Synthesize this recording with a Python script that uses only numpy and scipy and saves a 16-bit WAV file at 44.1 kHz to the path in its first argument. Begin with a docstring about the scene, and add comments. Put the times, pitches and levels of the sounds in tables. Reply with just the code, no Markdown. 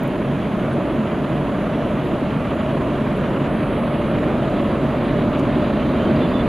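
"""Diesel locomotives haul a freight train up a forested valley, far off, drawing nearer and rounding
a bank into the open. Their exhaust beats echo off the slopes and blur into a roar, while their radiator
fans hum. Under that is the rush of rolling wheels, with a few thin squeals from the curve near the end.
Close by there are only a faint hiss, some tiny ticks and the short whirr of a camera's zoom motor."""
import sys
import numpy as np
from scipy import signal
from scipy.fft import rfft, irfft, next_fast_len
from scipy.io import wavfile
from scipy.ndimage import uniform_filter1d, map_coordinates

SR = 44100
rng = np.random.default_rng(int(sys.argv[2]) if len(sys.argv) > 2 else 0)


def int16_out(signal):
    """Quantize to a 16-bit WAV file."""
    q = np.round(np.clip(np.atleast_2d(signal).T, -1, 1) * 32767)
    wavfile.write(sys.argv[1], SR, q.astype(np.int16))


N = 285768

# The tone colour of four noises. 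Each row: frequency in Hz, relative level in dB.
HISS_SPECTRUM = [(3000, -0.5), (5300, -0.5), (7100, 2), (7850, -7), (8350, -2.5), (8850, -3), (9800, -0.5),
                 (11000, 2), (11500, -2), (12200, -10), (15600, -13)]
ZOOM_SPECTRUM = [(7700, -30), (8270, 2), (8800, -20), (9500, -2), (10650, 5), (11200, -14), (15000, -24)]
WHEEL_SPECTRUM = [(200, -4), (500, -3.5), (800, -2), (1000, 1), (1270, -1), (1450, -5), (2050, -9.5),
                  (2900, -12.5), (3400, -16.5), (3650, -21), (3950, -22), (4300, -29), (4800, -32.5),
                  (5600, -59)]
RUMBLE_SPECTRUM = [(8, -24), (20, -14), (35, -7.5), (55, -3.5), (75, -4.5), (100, -3.5), (140, -2.5),
                   (300, -69)]
# How alike left and right sound. Each row: frequency in Hz, likeness from 0 to 1.
HISS_LIKENESS = [(5000, 0.73), (7200, 0.54), (8500, 0.84), (10500, 1), (13000, 1)]
TRAIN_LIKENESS = [(70, 0.98), (140, 0.99), (250, 0.99), (480, 0.98), (620, 1), (850, 0.94), (1200, 0.96),
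                  (1500, 0.88), (2000, 0.93), (2900, 0.98), (3800, 0.93), (4800, 1)]
# Runs of the zoom motor. Each row: start in seconds, end in seconds, effort from 0 to 1.
ZOOM_RUNS = [(3.47, 4.023, 1), (4.07, 4.14, .7)]
# Dry ticks. Each row: time in seconds, level in dB, centre in Hz, spread in Hz, rough length in seconds.
NEARBY_TICKS = [(.034, -40, 13800, 1900, .002), (.078, -49, 11800, 2600, 0.0038),
                (0.733, -56, 9300, 800, 0.01), (3.173, -57.5, 10700, 900, .018),
                (5.395, -48, 4500, 4800, 0.012), (6.164, -48.5, 4620, 170, 0.007),
                (6.294, -51, 4550, 260, 0.008)]
# Wheel squeals. Each row: start and length in seconds, first pitch and its fall in Hz, base level in dB.
WHEEL_SQUEALS = [(5.82, 0.044, 3120, 15, -46), (5.952, 0.04, 3240, 30, -47), (5.996, .052, 3110, 10, -46),
                 (6.042, .05, 3130, 30, -42.5), (6.2, 0.072, 3530, 90, -43), (6.33, 0.096, 3505, 35, -41)]
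# Notes of the radiator fan blades. Each row: pitch in Hz, level behind the bank in dB.
FAN_NOTES = [(580.5, -41.5), (610, -43), (634, -46)]
# Firm exhaust notes. Each row: pitch in Hz, level behind the bank in dB, change in the open in dB.
EXHAUST_NOTES = [(145.2, -34.5, -6), (232.3, -39, 4.5)]
# The locomotives' engines. Each row: firings per second, relative level in dB.
DIESEL_ENGINES = [(70.4, 0.5), (73.4, -2.5), (77, -5)]
# Where the exhaust resonates: the muffler's roar, the ring of the stack (the chimney), a harder bark.
# Each row: centre in Hz, rough width in Hz, relative level in dB.
MUFFLER_RESONANCES = [(215.7, 66, 0.5), (249, 71, -5.5), (338, 73, -6.5), (444, 103, -11)]
STACK_RESONANCES = [(579, 46, 0.5), (629, 50, -1), (692, 64, -8.5)]
BARK_RESONANCES = [(267, 40, 0.5), (352, 43, -5.5)]
# Roar and ring swell unevenly over the distance; the bark comes through in surges.
# Each row: time in seconds, level in dB.
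ROAR_SWELLS = [(0.0, -23), (0.96, -22), (1.1, -22.5), (2.24, -22.5), (2.4, -23.5), (3.2, -22),
               (4.08, -22.5), (4.32, -19.5), (4.4, -24), (4.56, -22), (4.66, -21.5), (5.2, -22.5),
               (5.6, -21.5), (6.01, -20), (6.08, -17), (6.14, -19.5), (6.46, -20)]
RING_SWELLS = [(0.0, -30.5), (0.24, -29.5), (0.4, -34.5), (0.8, -27), (0.96, -31.5), (1.92, -27.5),
               (2.0, -32.5), (2.16, -28.5), (2.32, -31.5), (2.72, -29), (2.96, -30), (3.28, -28.5),
               (3.68, -30.5), (3.92, -27), (5.4, -28), (5.54, -28.5), (5.62, -27.5), (6.46, -28.5)]
BARK_SURGES = [(0.75, -47), (0.95, -27), (1.15, -43), (2.7, -39), (2.9, -31), (3.1, -37), (4.42, -34),
               (4.56, -25), (4.72, -38), (5.0, -30), (5.22, -24), (5.55, -25), (5.75, -31), (6.2, -27),
               (6.46, -32)]
# The sound leans to the right. Each row: frequency in Hz, left level minus right level in dB.
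LEFT_RIGHT_BALANCE = [(600, -0.5), (1100, -1), (1600, -2), (3000, -1), (4000, -2.1), (5500, -1.4),
                      (6800, -3.5), (8000, -1), (9000, -2), (10500, 0)]


def amp(db):
    """Turn decibels into a number to multiply by."""
    return 10 ** (np.asarray(db) / 20)


def unit(x):
    """Scale a signal to an average power of 1."""
    return x / np.sqrt(np.mean(x ** 2) + 1e-20)


def over_pitch(points, hz):
    """Read between the rows of a (Hz, value) table, on a log frequency scale."""
    freqs, values = np.transpose(points)
    return np.interp(np.log(hz + 1), np.log(freqs + 1), values)


def over_time(points):
    """Turn a (seconds, value) table into one value per sample."""
    return np.interp(np.arange(N) / SR, *np.transpose(points))


def wobble(rate):
    """A smooth curve through `rate` random points a second."""
    knots = rng.standard_normal(int(N * rate / SR) + 4)
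    fine = np.arange(0, len(knots) - 1, 1 / 10)
    return np.interp(np.arange(N) * rate / SR, fine, map_coordinates(knots, [fine]))


def filtered(x, response):
    """Multiply each frequency in x by response(hz)."""
    size = next_fast_len(N + SR // 8)
    return irfft(rfft(x, size) * response(np.fft.rfftfreq(size, 1 / SR)), size)[..., :N]


def steady(pair, span_s):
    """Even out the slow chance swells in a pair of signals."""
    power = np.abs(uniform_filter1d(np.mean(pair ** 2, axis=0), size=int(span_s * SR)))
    return unit(pair / np.sqrt(power + 1e-9))


def stereo(pair, colour, likeness):
    """Give two unrelated signals a tone colour and blend them into left and right."""
    def shares(hz):
        alike = np.clip(over_pitch(likeness, hz), -1, 1)
        return np.sqrt((1 + np.outer([1, -1], alike)) / 2)
    mid, side = filtered(pair, lambda hz: colour(hz) * shares(hz))
    return unit(np.array([mid + side, mid - side]))


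def rush(spectrum, likeness, patchy_db):
    """Stereo noise with random louder and softer patches in pitch and time."""
    cells = signal.stft(rng.standard_normal((2, N)), nperseg=512)[2]
    patches = uniform_filter1d(rng.standard_normal(cells.shape[1:]), size=6, axis=0)
    patches = uniform_filter1d(patches, size=14, axis=1)
    pair = signal.istft(cells * amp(patchy_db * unit(patches)), nperseg=512)[1][:, :N]
    top_hz = 2 * spectrum[-1][0]
    return stereo(pair, lambda hz: amp(over_pitch(spectrum, hz)) * (hz < top_hz), likeness)


def valley(x, fade_s):
    """The wooded slopes scatter a sound into two blurred echoes that fall 60 dB in fade_s."""
    tails = rng.standard_normal((2, SR)) * amp(-60 * np.arange(SR) / SR / fade_s)
    return signal.fftconvolve(x[None], tails / np.linalg.norm(tails[0]), axes=1)[:, :N]


def approach(start_db, db_per_s):
    """The growing loudness of something that comes steadily nearer."""
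    return amp(start_db + db_per_s * np.arange(N) / SR)


def in_the_open(start_s=4.26, takes_s=1.7):
    """0 while the bank hides the front of the train, rising to 1 as it rounds the curve."""
    return np.clip((np.arange(N) / SR - start_s) / takes_s, 0, 1)


def hiss_and_zoom(hiss_db=-57, whirr_db=-64, dip_db=-4, spin_up_s=.02):
    """A faint steady hiss, whose lower part sinks while the zoom motor whirrs."""
    t = np.arange(N) / SR
    running = sum(effort * np.clip(np.minimum(t - start, end - t) / spin_up_s, 0, 1)
                  for start, end, effort in ZOOM_RUNS)
    hiss = amp(hiss_db) * steady(rush(HISS_SPECTRUM, HISS_LIKENESS, patchy_db=1.6), span_s=.1)
    lower_hiss = filtered(hiss, lambda hz: hz < 7700)
    whirr = amp(whirr_db) * steady(rush(ZOOM_SPECTRUM, HISS_LIKENESS, patchy_db=1.5), span_s=.05)
    return hiss + running * (whirr + (amp(dip_db) - 1) * lower_hiss)


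def ticks():
    """Each tick is a very short puff of high noise."""
    t, freqs = np.arange(SR // 8) / SR, np.fft.rfftfreq(SR // 8, 1 / SR)
    out = np.zeros(N + SR)
    for peak_s, db, hz, spread, length in NEARBY_TICKS:
        band = np.exp(-.5 * ((freqs - hz) / spread) ** 2)
        noise = unit(irfft(rfft(rng.standard_normal(len(t))) * band, len(t)))
        start = max(round((peak_s - 2 * length) * SR), 0)
        out[start:start + len(t)] += amp(db) * noise * np.exp(-2 * (t / length - 2) ** 2)
    return out[:N]


def squeals(waver=.0064, edge_s=.0099, echo_db=-14, chatter_db=1.5):
    """A wheel's rim rubs the curved rail: a thin tone that sags in pitch, smeared by the slopes."""
    t, out = np.arange(N) / SR, np.zeros(N)
    unsteady = 1 + waver * wobble(180)
    pressure = amp(chatter_db * wobble(90))
    for start, length, start_hz, fall_hz, db in WHEEL_SQUEALS:
        on = (t > start) & (t < start + length)
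        age = t[on] - start
        pitch = (start_hz - fall_hz * age / length) * unsteady[on]
        grip = np.clip(np.minimum(age, length - age) / edge_s, 0, 1) * pressure[on]
        out[on] += amp(db) * grip * np.sqrt(2) * np.sin(2 * np.pi * np.cumsum(pitch) / SR)
    direct = out * amp([[-2.5], [1.5]])  # louder on the right
    return direct + amp(echo_db) * valley(out, fade_s=.2)


def wheels(treble_hz=3480, open_treble_db=3):
    """Hundreds of steel wheels roll as one distant, slightly clattering rush, brighter in the open."""
    clatter_db = .34 * wobble(45) + 1.12 * wobble(110)
    noise = rush(WHEEL_SPECTRUM, TRAIN_LIKENESS, patchy_db=.83)
    rolling = steady(amp(clatter_db) * noise, span_s=.16)
    treble = filtered(rolling, lambda hz: hz > treble_hz)
    brightened = rolling + (amp(open_treble_db * in_the_open()) - 1) * treble
    return approach(start_db=-31.5, db_per_s=.43) * brightened


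def far_note(hz, waver, fading_db):
    """A machine's tone that wavers and fades in and out on its way through the air."""
    pitch = hz * (1 + waver * wobble(9))
    tone = np.sin(2 * np.pi * np.cumsum(pitch) / SR)
    return unit(tone * amp(fading_db * wobble(5)))


def fans(open_gain_db=7.5):
    """Each radiator fan hums on its own note, heard better once the engines are in the open."""
    hum = sum(amp(db) * far_note(hz, waver=.0019, fading_db=4) for hz, db in FAN_NOTES)
    return amp(open_gain_db * in_the_open()) * hum


def exhaust_notes():
    """Two low multiples of the firing rates stand out; the higher one takes over in the open."""
    return sum(amp(db + open_db * in_the_open()) * far_note(hz, waver=.01382, fading_db=3.5)
               for hz, db, open_db in EXHAUST_NOTES)


def firings(rate_hz, drift=.014, uneven=.35, scatter=.78, cylinders=12):
    """One exhaust pulse per firing; each cylinder has its own strength, and no two cycles are equal."""
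    fired = np.cumsum(rate_hz * (1 + drift * wobble(5))) / SR
    at = np.flatnonzero(np.diff(np.floor(fired)))
    strengths = 1 + uneven * rng.standard_normal(cylinders)
    sizes = np.resize(strengths, len(at)) + scatter * rng.standard_normal(N)[:len(at)]
    pulses = np.bincount(at, sizes, N)
    return unit(pulses - pulses.mean())


def exhaust(beats, resonances, beats_db):
    """Beats and the noise of swirling gas sound through the exhaust's resonances."""
    def peak(hz, centre, width):
        return (hz * width) ** 2 / ((centre ** 2 - hz ** 2) ** 2 + (hz * width) ** 2)
    def colour(hz):
        powers = [(amp(db) * peak(hz, centre, 2 * width)) ** 2 for centre, width, db in resonances]
        return np.sqrt(sum(powers))
    blast = amp(beats_db) * beats + rng.standard_normal((2, N))
    return steady(stereo(blast, colour, TRAIN_LIKENESS), span_s=.137)


def locomotives(drone_db=-30.5, throb_hz=2.91, throb_db=3, throb_peak_s=.0094, flutter_db=.2):
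    """Three engines' beats, blurred by the slopes, drone, roar, ring and bark over a growing rumble."""
    beats = sum(amp(db) * firings(rate) for rate, db in DIESEL_ENGINES)
    blurred = unit(valley(beats, fade_s=.66))
    # The deep drone fills the valley evenly, and throbs because the engines run slightly out of step.
    throb = throb_db * np.cos(2 * np.pi * throb_hz * (np.arange(N) / SR - throb_peak_s))
    drone = amp(drone_db + throb) * exhaust(blurred, [(144, 23.6, 0)], beats_db=-9)
    roar = amp(over_time(ROAR_SWELLS)) * exhaust(blurred, MUFFLER_RESONANCES, beats_db=-11.5)
    ring_db = over_time(RING_SWELLS) - flutter_db * wobble(30)
    ring = amp(ring_db) * exhaust(blurred, STACK_RESONANCES, beats_db=-8.5)
    bark = amp(over_time(BARK_SURGES)) * exhaust(blurred, BARK_RESONANCES, beats_db=-9)
    rumble = steady(rush(RUMBLE_SPECTRUM, TRAIN_LIKENESS, patchy_db=.9), span_s=.14)
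    return drone + roar + bark + ring + approach(start_db=-34.5, db_per_s=.98) * rumble


def scene(lag_s=.00007):
    """The train lies a little to the right, so its engines reach the left side later."""
    sides = np.array([[.5], [-.5]])  # left, right
    engines = locomotives() + exhaust_notes() + fans()
    engines = filtered(engines, lambda hz: np.exp(-2j * np.pi * hz * lag_s * sides))
    everything = engines + wheels() + squeals() + ticks() + hiss_and_zoom()
    return filtered(everything, lambda hz: amp(sides * over_pitch(LEFT_RIGHT_BALANCE, hz)))


def record(dry, top_hz=15720):
    """Cut away the very highest treble."""
    return filtered(dry, lambda hz: hz < top_hz)


dry = scene()
out = record(dry)
int16_out(out)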